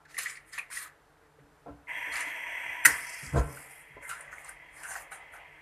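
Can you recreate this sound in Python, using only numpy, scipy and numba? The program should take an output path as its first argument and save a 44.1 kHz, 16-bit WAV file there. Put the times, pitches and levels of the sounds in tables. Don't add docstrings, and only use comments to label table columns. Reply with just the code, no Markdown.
import sys
import numpy as np
from scipy import signal
from scipy.fft import rfft, irfft, next_fast_len
from scipy.io import wavfile
from scipy.ndimage import uniform_filter1d
from numba import njit

SR = 44100
rng = np.random.default_rng(int(sys.argv[2]) if len(sys.argv) > 2 else 0)


def natural_amplitude(level_db):
    exponent = np.asarray(level_db, float) / 20
    return 10 ** exponent


def master_out(mix):
    frames = np.transpose(np.atleast_2d(mix))
    ceiling = np.clip(frames, -1, 1)
    pcm = np.round(ceiling * 32767).astype(np.int16)
    wavfile.write(sys.argv[1], SR, pcm)


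N = 247401
TIME = np.arange(N) / SR
STROKE_DROP_DB = 30


def unit(x):
    return x / np.sqrt(np.mean(x ** 2))


def noise():
    return rng.standard_normal(N)


def colour(x, points):
    hz, db = np.transpose(points)
    size = next_fast_len(len(x))
    bins_hz = np.arange(size // 2 + 1) * SR / size
    gain = natural_amplitude(np.interp(np.log(bins_hz + 1), np.log(hz), db))
    return unit(irfft(rfft(x, size) * gain, size)[:len(x)])


@njit
def svf(x, hz, width):
    y, b, l = np.empty(len(x)), 0., 0.
    for i in range(len(x)):
        g, k = np.tan(np.pi * hz[i] / SR), width / hz[i]
        v = (b + g * (x[i] - l)) / (1 + g * (g + k))
        b, l, y[i] = 2 * v - b, l + 2 * g * v, k * v
    return y


def band(x, hz, width):
    return signal.lfilter(*signal.iirpeak(hz, hz / width, fs=SR), x)


def steep(x, hz, width):
    return unit(band(band(x, hz, width), hz, 2.1 * width))


def even(x, seconds, share):
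    return unit(x / uniform_filter1d(np.abs(x), int(seconds * SR)) ** share)


def walk(rate):
    k = max(int(SR / rate), 20)
    held = rng.standard_normal(N // 20)[np.arange(N) // k]
    return unit(uniform_filter1d(uniform_filter1d(held, k), k))


def mottled(x, low_hz, depth_db, rate):
    centres = low_hz * 1.25 ** np.arange(5)
    return unit(sum(natural_amplitude(depth_db * walk(rate)) * band(x, hz, hz / 5) for hz in centres))


def curve(rows, column, silent):
    rows = np.array(rows)
    out = np.full(N, 1. * silent)
    inside = (TIME >= rows[0, 0]) & (TIME <= rows[-1, 0])
    out[inside] = np.interp(TIME[inside], rows[:, 0], rows[:, column])
    return uniform_filter1d(out, size=40)


def place(out, s, sound):
    start = int(s * SR)
    out[start:start + len(sound)] += sound[:N - start]


def hump(peak_s, rise_s, fall_s):
    early = TIME < peak_s
    away = np.where(early, (peak_s - TIME) / max(rise_s, .003), (TIME - peak_s) / max(fall_s, .003))
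    return -STROKE_DROP_DB * away ** np.where(early, 2.12, 1.26)


# peak t/s, rise t/s, fall t/s, level/dB, coarse grit level/dB
STROKES = [(.055, .008, 0.035, -64.5, -5), (.115, 0.047, 0.13, -59, -9), (0.188, 0.0094, 0.036, -36.5, -4.5),
           (.24, 0.11, 0.28, -48, 0), (.3, 0.16, 0.071, -47, -16), (.37, 0.02, 0.034, -65, -1),
           (.49, 0.049, 0.3, -65, -8), (0.537, 0.022, 0.23, -50, -1.5), (0.592, 0.039, 0.021, -55, 11),
           (.61, .015, 0.068, -68, 0), (.707, .008, .06, -56, -3), (0.733, 0.033, 0.07, -46.5, -4),
           (.775, 0.077, 0.16, -45.5, -2.5), (.83, 0.035, 0.093, -48, -5), (.88, 0.11, 0.019, -57.5, -10),
           (2.142, 0.03, 0.14, -45, -5), (2.199, 0.1, 0.066, -44, -0.5), (2.27, 0.046, 0.27, -56.5, -3),
           (3.391, 0.049, 0.087, -46, -1.5), (4.04, 0.035, 0.14, -52, -9), (4.099, 0.037, 0.27, -45.5, -19),
        (4.209, 0.01, 0.07, -67, -7), (4.232, 0.028, .025, -60, -9), (4.27, .04, 0.19, -63.5, -6),
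        (4.333, 0.035, 0.057, -55.5, -2), (4.42, 0.11, 0.041, -58, -6), (4.49, 0.11, 0.11, -54, -4.5),
        (4.8, 0.062, .1, -57.5, -3.5), (4.84, 0.14, 0.2, -51.5, -6.5), (4.922, 0.095, 0.11, -45, -10.5),
        (4.97, 0.1, 0.076, -49, -2), (5.02, 0.078, 0.13, -56, -1), (5.123, 0.021, 0.17, -54.5, -12),
        (5.16, .04, 0.026, -66, -7), (5.35, 0.043, 0.14, -58.5, -9)]


def effort(lingers, gritty, head_db=0):
    head_grit_db = -3 + curve(FIZZ, column=2, silent=0)
    power = natural_amplitude(head_db + curve(FIZZ, column=1, silent=-120) + gritty * head_grit_db) ** 2
    for s, rise_s, fall_s, db, grit_db in STROKES:
        near = slice(max(int((s - .3) * SR), 0), int((s + .5) * SR))
        stroke_db = hump(s, rise_s, fall_s * lingers)[near]
        power[near] += natural_amplitude(db + gritty * grit_db + stroke_db) ** 2
    return np.sqrt(power)


# f/Hz, level/dB
FINE_COLOUR = [(5500, -31), (6800, -9.5), (8000, -1.5), (9700, 2), (11600, -6), (14200, -12.5),
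               (16000, -29)]
# f/Hz, level/dB
COARSE_COLOUR = [(2400, -44.5), (2950, 7), (4400, 9), (5600, 4), (6700, 8), (7700, -6), (9600, -41)]
# t/s, share
FLARE = [
    (2.93, .1),
    (3.0, .95),
    (3.34, 0.73),
    (3.37, 0.11),
    (3.45, 1),
    (5.6, 0.36),
]
# t/s, lid f/Hz, lid level/dB, hollow level/dB
GRIP = [(0, 1900, 2.5, -3), (.5, 1900, 0, -33), (.6, 2010, 4.5, -9), (.72, 1990, 0, -24),
        (.9, 1710, 0, -21), (2.15, 1880, 7, -8.5), (2.9, 1655, 4.5, -25), (3.2, 2280, 1.5, -26),
        (3.4, 1340, -0.5, 0.5), (3.75, 2100, 1.5, -4), (4.1, 1500, 1, -25), (4.4, 1877, 3.5, -2),
        (4.9, 1616, -2, -6.5), (5.2, 1890, 6, 3.5), (5.4, 1757, 6.5, 5.5)]


def rubbing():
    grit = noise() * natural_amplitude(0.88 * walk(500))
    fine = colour(mottled(grit, low_hz=5840, depth_db=5.5, rate=24), FINE_COLOUR)
    coarse = colour(mottled(grit, low_hz=3340, depth_db=4, rate=20), COARSE_COLOUR)
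    coarse = coarse - curve(FLARE, column=1, silent=0) * band(coarse, 3970, 4700)

    lid_hz = np.clip(curve(GRIP, column=1, silent=2500), 500, 4000)
    upper = svf(svf(svf(grit, lid_hz, 560.0), lid_hz, 1400.0), lid_hz, 1400.0)
    lower = svf(svf(grit, 0.686 * lid_hz, 170.0), 0.55 * lid_hz, 240.0)
    lid = unit(unit(upper) + natural_amplitude(-7.5) * unit(lower))
    hollow = steep(grit, 820, 400)

    grip_s, _, lid_db, hollow_db = np.transpose(GRIP)
    box = lid * natural_amplitude(np.interp(TIME, grip_s, lid_db)) * effort(lingers=1.31, gritty=0)
    box += hollow * natural_amplitude(np.interp(TIME, grip_s, hollow_db)) * effort(lingers=1.88, gritty=0)
    return fine * effort(0.62, 0, head_db=-6) + coarse * effort(0.62, 0.87) + box


# f/Hz, level/dB
CRACK_COLOUR = [(1650, -21), (2800, 10), (3300, -16), (3860, -11), (6090, -5), (10300, 0.5), (13400, -39),
                (14300, -24)]
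# t/s, peak level/dB, ring f/Hz, treble level/dB
TICKS = [(0.1062, -55, 2110, -60), (0.1438, -42, 1930, -33), (0.168, -33, 2000, -63),
         (0.1782, -31, 1860, -36), (.1865, -48, 1760, -16.5), (.1905, -30.5, 2360, -37),
         (.2348, -46, 2500, -27), (0.259, -25, 1910, -48), (.268, -31.5, 2140, -60),
         (0.278, -53, 1900, -60), (.2967, -36, 2300, -40), (.304, -45, 2340, -58), (.3548, -41, 2200, -60),
         (0.3713, -40, 2000, -57), (0.5322, -45, 1730, -50), (0.534, -47, 1770, -50),
         (0.579, -27.5, 1900, -40), (0.58, -37, 1110, -60), (0.5867, -28.5, 2420, -48),
         (0.593, -30, 2460, -51), (0.702, -41, 2070, -50), (.7129, -37, 1590, -50),
         (0.7713, -36, 1800, -30), (.778, -41, 1900, -50), (2.157, -30, 2180, -50),
         (2.1658, -36, 2320, -20), (2.2059, -36, 2220, -17), (3.5718, -46, 1480, -34),
         (4.024, -43, 2200, -44), (4.0472, -38, 1970, -56), (4.0975, -37, 1420, -23),
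         (4.107, -43, 1400, -29), (4.114, -38, 1480, -50), (4.12, -39, 1350, -58), (4.2058, -40, 1970, -39),
         (4.328, -34.5, 1460, -61), (4.3825, -37.5, 2040, -60), (4.4457, -45, 1100, -37),
         (4.4905, -39, 1520, -40.5), (4.834, -41, 1540, -26.5), (4.8415, -35, 1520, -58),
         (4.855, -35, 1520, -58), (4.8877, -41, 1450, -60), (4.9153, -35, 1420, -30),
         (4.9539, -31, 1520, -40), (4.9599, -37, 1500, -29.5), (5.1178, -36, 1430, -33),
         (5.1203, -36.5, 2070, -45), (5.337, -39.5, 1460, -65), (5.362, -40.5, 1530, -54.5)]


def ticks():
    out, t = np.zeros(N), TIME[:6000]
    t60_s, ref_hz, blow = 0.071, 1900, 12.7
    chance = rng.standard_normal((len(TICKS), 2, len(t)))
    for (s, peak_db, hz, treble_db), (push, crack) in zip(TICKS, chance):
        fade = np.minimum(t / 0.00029, 1) * natural_amplitude(-60 * t / t60_s * (hz / ref_hz) ** 0.96)
        push = push * fade + blow * (t == 0)
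        ring = band(band(band(push, hz, 1650), hz, 860), hz, 210)
        top = colour(crack, CRACK_COLOUR) * fade ** 0.38
        place(out, s, natural_amplitude(peak_db) * ring / np.abs(ring).max() + natural_amplitude(treble_db - 21.5) * top)
    return out


# t/s, peak level/dB, f/Hz, t60 t/s
SNAPS = [(.1437, -56, 5470, .02), (.180, -29, 10500, 0.013), (.1868, -24, 10600, 0.01),
         (0.1903, -34, 9600, .02), (0.233, -29, 8200, .02), (.234, -37, 12500, 0.018),
         (0.296, -38.5, 5160, 0.076), (.356, -50, 5000, .03), (0.373, -52, 5000, .012),
         (0.5324, -40, 5100, .035), (0.585, -31, 9600, 0.011), (0.719, -49, 4260, .02),
         (0.726, -48, 9400, 0.034), (2.122, -42, 4170, 0.074), (2.156, -33.5, 4560, 0.022),
         (2.166, -31, 8600, .015), (2.2059, -30, 9000, .015), (2.858, -40, 9400, 0.046),
         (3.098, -38, 9000, .012), (3.235, -47, 5500, .012), (3.2645, -42, 5200, .015),
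         (4.0913, -49, 3780, 0.37), (4.0913, -40, 7350, .02), (4.0922, -32.5, 9050, .03),
         (4.208, -36.5, 9000, 0.027), (4.4456, -40, 8400, .02), (4.4917, -32, 9300, 0.024),
         (4.833, -34, 9200, 0.022), (5.1175, -55, 3850, 0.16), (4.9, -42.5, 6450, 0.32),
         (4.915, -44, 10100, .1), (5.365, -56.5, 5500, .012)]


def snaps():
    out, t = np.zeros(N), TIME[:4000]
    for (s, peak_db, hz, t60), chance in zip(SNAPS, rng.standard_normal((len(SNAPS), len(t)))):
        snap = steep(chance, hz, 0.16 * hz) * natural_amplitude(-60 * t / t60) * np.minimum(t / 0.00042, 1)
        place(out, s, natural_amplitude(peak_db) * snap / np.abs(snap).max())
    return out


# peak t/s, f/Hz, peak level/dB, fall t/s
SWELLS = [(.055, 1710, -56, 0.015), (.063, 1570, -51, 0.0073), (.1465, 1900, -43, 0.0074),
          (.169, 1970, -42, .007), (.182, 1925, -30.5, .012), (.184, 1160, -39, 0.016),
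          (.278, 1900, -48, 0.0047), (.306, 2270, -41, 0.0082), (.313, 2220, -46, 0.0053),
          (.539, 1800, -40, 0.0087), (.552, 1790, -45, 0.015), (.569, 1930, -49, .008),
          (.582, 2540, -33, .006), (.597, 2480, -32, 0.0086), (.703, 1020, -48, .008),
          (.773, 1940, -31, 0.017), (.86, 1270, -44, .014), (1.662, 794, -48, 0.01),
          (1.873, 2100, -43, 0.0064), (3.573, 1446, -39, 0.0079), (3.971, 427, -45.5, 0.018),
          (4.069, 1800, -46, 0.011), (4.108, 1410, -31.5, 0.0074), (4.131, 1360, -41, .008),
          (4.28, 2000, -44.5, 0.014), (4.33, 1890, -42, 0.018), (4.6, 2000, -51, 0.014),
          (4.688, 2040, -45.5, 0.011), (4.768, 2070, -45, 0.013), (4.85, 1500, -41, 0.0073),
          (4.911, 780, -40.5, 0.0097), (4.958, 1900, -38, .014), (4.962, 785, -37, 0.011),
          (5.458, 2100, -46, 0.013)]
# peak t/s, f/Hz, peak level/dB, fall t/s
WHUMP = [
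    (3.36, 76, -29, .045),
    (3.383, 102, -33, .04),
    (3.403, 62, -22, .062),
    (3.403, 44, -33, .09),
    (3.468, 72, -41, .07),
]


def swells(rows, rise_share, sag):
    out = np.zeros(N)
    for s, hz, db, fall_s in rows:
        near = slice(int((s - 2 * fall_s) * SR), int((s + 2 * fall_s) * SR))
        t = TIME[near] - s
        away = np.where(t < 0, -t / rise_share, t) / fall_s
        swing = np.cos(2 * np.pi * hz * t * (1 - sag * t / fall_s))
        out[near] += natural_amplitude(db - STROKE_DROP_DB * away ** 2) * swing
    return out


# t/s, level/dB
STRIKE = [(2.8495, -77), (2.8502, -14), (2.8535, -17.5), (2.856, -8), (2.859, -10), (2.8605, -13),
          (2.864, -11.5), (2.868, -22), (2.878, -32.5), (2.92, -38.5), (3.0, -48)]
# f/Hz, level/dB
STRIKE_COLOUR = [(290, -67), (500, -103.5), (910, -14.5), (1240, -14.5), (1420, -9.5), (1780, -1.5),
                 (2730, -12), (3280, -23.5), (4360, -23), (5330, -23), (9280, -12), (12000, -22.5),
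                 (14000, -16.5), (15100, -42)]
# f/Hz, width f/Hz, level/dB
BOX_RING = [(1500, 150, -12.5), (1793, 53, -8.5), (1939, 150, -3)]


def strike():
    rasp = noise() * natural_amplitude(0.77 * walk(600))
    ring = sum(natural_amplitude(db) * steep(rasp, hz, width) for hz, width, db in BOX_RING)
    scrape = colour(rasp, STRIKE_COLOUR) + natural_amplitude(0.5) * unit(ring)
    scrape = even(scrape, seconds=0.0024, share=0.72)
    return scrape * natural_amplitude(curve(STRIKE, column=1, silent=-140))


# t/s, level/dB, coarse grit level/dB, hiss level/dB, sizzle level/dB
FIZZ = [(2.872, -35, -12, -3, -9), (2.9, -36.5, -13, -6, -26), (2.98, -44.5, -16, -6.5, -14),
        (3.04, -50, -10, -4.5, -12), (3.1, -52, -2.5, -0.5, -10), (3.17, -50, -4, -2, -2),
        (3.28, -51.5, -7, -3, -14), (3.45, -59, -16, 0, -14), (3.51, -58.5, -4, 1, 4),
        (3.57, -58, -11, 3, -1), (3.75, -59, -17, -3, -5.5), (3.96, -75.5, -13, -22, -1)]


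def spit():
    crackle = noise() * natural_amplitude(2.4 * walk(400) + 1.0 * walk(68))
    crackle = mottled(crackle, low_hz=4990, depth_db=3.2, rate=17)
    hiss_db = curve(FIZZ, column=3, silent=0) + 1.4 * walk(20)
    sizzle_db = curve(FIZZ, column=4, silent=0) + 1.5 * walk(12)
    roar_db = curve(FIZZ, column=2, silent=0) + 2.8 * walk(12)
    hiss = natural_amplitude(hiss_db) * steep(crackle, 9340, 2200)
    sizzle = natural_amplitude(sizzle_db) * steep(crackle, 10900, 1800)
    roar = natural_amplitude(roar_db) * steep(band(crackle, 5700, 2800), 5660, 1500)
    return (hiss + sizzle + roar) * natural_amplitude(curve(FIZZ, column=1, silent=-120))


def boom(hz, waver, rough_db, churn):
    pitch_hz = hz * (1 + waver * walk(30))
    swing = np.sqrt(2) * np.sin(2 * np.pi * np.cumsum(pitch_hz) / SR)
    air = even(steep(noise(), 1.15 * hz, .9 * hz), seconds=.05, share=.8)
    return unit(natural_amplitude(rough_db * walk(35)) * (swing + churn * air))


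# peak t/s, flutter level/dB, oven boom level/dB, deep boom level/dB, rise t/s
PUFFS = [(1.42, -88, -61, -64, 0.026), (1.681, -50, -54.5, -48.5, 0.026), (2.11, -80, -67, -64, 0.056),
         (2.7, -80, -63, -69, 0.08), (2.874, -40, -47, -50, 0.021), (3.24, -71, -46, -49, 0.01),
         (3.295, -65, -58, -55, .03), (3.373, -28.5, -24.5, -42, 0.046), (3.918, -85, -61, -59, .015),
         (3.975, -54, -64, -59, 0.015), (4.11, -80.5, -66.5, -65, 0.056), (4.33, -82, -69, -66.5, 0.13),
         (4.88, -85, -75, -66.5, 0.069)]


def gust(column, late_s, blast_s):
    power = 0
    for row in PUFFS:
        t = TIME - row[0] - late_s
        rise_db = STROKE_DROP_DB * (np.clip(-t, 0, 1) / row[4]) ** 2.9
        blast_db = 12.5 * np.clip(t / blast_s, 0, 1) ** 2
        settle_db = 110.5 * np.clip(t - blast_s, 0, None)
        power = power + natural_amplitude(row[column] - rise_db - blast_db - settle_db) ** 2
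    return np.sqrt(power)


# f/Hz, width f/Hz, level/dB
CAVITY = [(139, 25, -22), (288.4, 51, -1), (455, 60, -1), (572.8, 15.8, -3.5), (673, 40, -8.5),
          (864, 55, -8.5), (1022, 70, -7.5), (1365, 100, -4.5), (1520, 140, -7.5)]
# f/Hz, level/dB
FLUTTER_COLOUR = [(120, -20), (200, -8), (381, -0.5), (660, 1.5), (869, -5), (997, 2.5), (1130, -2.5),
                  (1600, -16.5), (2000, -30.5), (2500, -15.5), (3250, -49.5), (5500, -120)]


def puffs():
    deep = boom(hz=63, waver=0.076, rough_db=-2.5, churn=0.89)
    oven = boom(hz=140.5, waver=0.03, rough_db=0.5, churn=0.41)
    push = noise() * natural_amplitude(0.87 * walk(83))
    rings = 0
    for hz, width, db in CAVITY[1:]:
        rings = rings + natural_amplitude(db) * even(steep(push, hz, width), seconds=0.16, share=0.91)
    flutter = unit(unit(rings) + 1.2 * colour(push, FLUTTER_COLOUR))
    out = flutter * gust(column=1, late_s=0, blast_s=0.053)
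    out += oven * gust(column=2, late_s=-0.0053, blast_s=0.03)
    return out + deep * gust(column=3, late_s=0.037, blast_s=0.0444)


# t/s, level/dB
FLOW = [(1.866, -69), (1.877, -52), (1.881, -45), (1.9, -37), (2.85, -38.5), (3.0, -43.5), (3.2, -45.5),
        (3.31, -49), (3.45, -57.5), (3.6, -55.5), (5.61, -55)]
# f/Hz, level/dB
JET_COLOUR = [(180, -49.5), (300, -16.5), (370, -28.5), (673, -9.5), (993, -15.5), (1260, -19.5), (2050, 3),
              (3030, -14), (3340, -21.5), (3750, -59), (4500, -44), (5300, -38), (10000, -32), (14300, -41)]
# f/Hz, width f/Hz, level/dB
TUBE = [(960, 76, -2), (1814, 240, 1), (2026, 100, 5), (2644, 77, -8), (3260, 100, -8), (5920, 430, -17),
        (7400, 300, -26), (8500, 470, -15), (11700, 260, -16)]
LIT_S = 3.1


def gas():
    jet = even(colour(noise() * natural_amplitude(1.3 * walk(150)), JET_COLOUR), seconds=0.04, share=0.61)
    unopened = np.clip((1.94 - TIME) / .07, 0, 1)
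    tube = 0
    for hz, width, db in TUBE:
        lit_db = -10.5 * (hz > 5000) * (TIME > LIT_S)
        opening_db = -18 * (hz > 3000) * unopened
        mode = even(steep(noise(), hz, width), seconds=.05, share=0.19)
        tube = tube + natural_amplitude(db + 1.8 * walk(22.98) + lit_db + opening_db) * mode
    mix = unit(jet * natural_amplitude(0.6 * walk(26.77)) + natural_amplitude(-2.5) * unit(tube))
    return mix * natural_amplitude(curve(FLOW, column=1, silent=-120))


def flame():
    tone = steep(noise(), hz=2100, width=30) * natural_amplitude(-64 + 2.0 * walk(11))
    return tone * np.clip((TIME - LIT_S) / 0.44, 0, 1)


# t/s, level/dB, f/Hz rung most, spread/octaves, t60 t/s
THUDS = [(0, -57, 985, 0.45, 0.29), (.052, -52, 1630, 0.12, 0.11), (1.211, -63, 438, 0.24, 0.34),
         (1.221, -61, 1900, 0.13, .3), (1.39, -57.5, 1800, 0.26, 0.15), (1.385, -51, 490, 0.2, 0.074),
         (1.415, -58, 258, 0.73, 0.54), (1.659, -45.5, 447, 0.65, 0.22), (1.658, -51, 1250, 0.18, 0.1),
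         (1.661, -45, 715, 0.23, 0.38), (1.676, -44.5, 298, 0.88, 0.34), (1.694, -62, 400, 0.9, 0.36),
         (2.071, -49, 436, 0.56, 0.26), (2.268, -48, 300, 0.17, 0.12), (3.226, -44.5, 257, 0.22, 0.25),
         (3.966, -49, 606, 0.91, 0.08), (4.018, -47, 536, 0.23, 0.12), (4.19, -54.5, 636, 0.28, 1)]


def thuds():
    out, t = np.zeros(N), TIME[:SR // 3]
    turns = rng.random((len(THUDS), len(CAVITY)))
    shakes = rng.standard_normal((len(THUDS), len(t)))
    for (s, db, centre_hz, spread, t60), turn, shake in zip(THUDS, turns, shakes):
        knock = natural_amplitude(-6.5) * steep(shake, centre_hz, centre_hz * spread) * natural_amplitude(-60 * t / t60)
        for (hz, _, mode_db), phase in zip(CAVITY, turn):
            reach_db = -6 * (np.log2(hz / centre_hz) / spread) ** 2
            fade_db = -60 * t / t60 * hz / centre_hz
            knock += natural_amplitude(mode_db + reach_db + fade_db) * np.sin(2 * np.pi * (hz * t + phase))
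        place(out, s, natural_amplitude(db) * np.minimum(t / 0.0032, 1) * knock)
    return out


# t/s, f/Hz, level/dB,
# t60 t/s
PINGS = [(2.8575, 9350, -19, .11), (2.8505, 13600, -26, .025), (2.115, 4300, -52, .18),
         (.583, 10000, -41, .04), (4.099, 1345, -40, .16), (4.113, 1400, -32, .12), (4.047, 2090, -44, .3),
         (4.485, 9400, -46, .06), (4.878, 6600, -54, .4), (5.02, 8800, -62, .14), (5.128, 8750, -48, .16),
         (5.14, 11000, -56, .1)]


def pings():
    out, t = np.zeros(N), TIME[:SR // 3]
    for s, hz, db, t60 in PINGS:
        beat = natural_amplitude(3 * walk(90)[:len(t)] - 60 * t / t60)
        attack = np.minimum(t / 0.00043, 1)
        place(out, s, attack * natural_amplitude(db) * beat * np.sin(2 * np.pi * hz * t))
    return out


def walls(near):
    t = TIME[:SR // 2]
    tail = rng.standard_normal(len(t)) * natural_amplitude(-60 * t / 0.16) * (t > .004)
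    tail = signal.lfilter(*signal.butter(2, 500, "high", fs=SR), tail)
    return natural_amplitude(-10.5) * signal.fftconvolve(near, tail / np.sqrt(np.sum(tail ** 2)))[:N]


# f/Hz, level/dB
KITCHEN = [(15, -31.5), (30, -16), (48, -3.5), (64, -17), (85, -9.5), (115, -21), (230, -25), (370, -22.5),
           (600, -14.5), (900, -16), (1500, -17.5), (2000, -23), (2600, -29), (6000, -37), (10000, -37),
           (14300, -43)]
# f/Hz, width f/Hz, level/dB
DRONE = [(148, 14.3, -72.5), (304, 41, -75.5), (442, 40, -73.5), (745, 63, -92.5)]


def kitchen():
    out = colour(noise(), KITCHEN) * natural_amplitude(-63.5 + .7 * walk(4))
    for hz, width, db in DRONE:
        out += natural_amplitude(db + walk(1.9)) * even(steep(noise(), hz, width), seconds=0.14, share=0.25)
    return out


def scene():
    near = rubbing() + ticks() + snaps() + swells(SWELLS, rise_share=0.39, sag=0.0089)
    near += strike() + spit()
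    near += puffs() + swells(WHUMP, rise_share=0.92, sag=.03)
    near += gas() + flame() + thuds() + pings()
    mid = near + walls(near) + kitchen()
    return np.array([mid, mid])


def wander(mid):
    hz, _, cells = signal.stft(mid, SR, nperseg=2048, noverlap=1024)
    blocks = cells.shape[1]
    strip = (hz // 1000).astype(int)
    chance = rng.random((blocks, strip.max() + 1))[:, strip].T
    power = np.abs(cells) ** 2
    treble_db = 10 * np.log10(power[hz > 4000].sum(axis=0) / power[hz > 500].sum(axis=0))
    share = np.clip((hz[:, None] - 3900) / 4000, 0, 1) * np.clip(.85 + treble_db / 45, .2, .75)
    group = np.arange(len(hz)) // 8
    scatter = np.exp(2j * np.pi * rng.random((blocks, len(hz) // 8 + 1))[:, group].T)
    side = signal.istft(cells * (chance < share) * scatter, SR, nperseg=2048, noverlap=1024)[1]
    return natural_amplitude(-5.5) * side[:N]


def roll_off(x):
    return signal.sosfilt(signal.butter(12, 15220, fs=SR, output="sos"), x)


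def record(dry):
    low_pass = signal.ellip(10, .2, 48, 14250, fs=SR, output="sos")
    mid = signal.sosfilt(low_pass, np.clip(dry[0], -.84, .84))
    side = wander(mid)
    mix = np.clip([mid + side, mid - side], -.9, .9)
    return roll_off(mix)


dry = scene()
out = record(dry)
master_out(out)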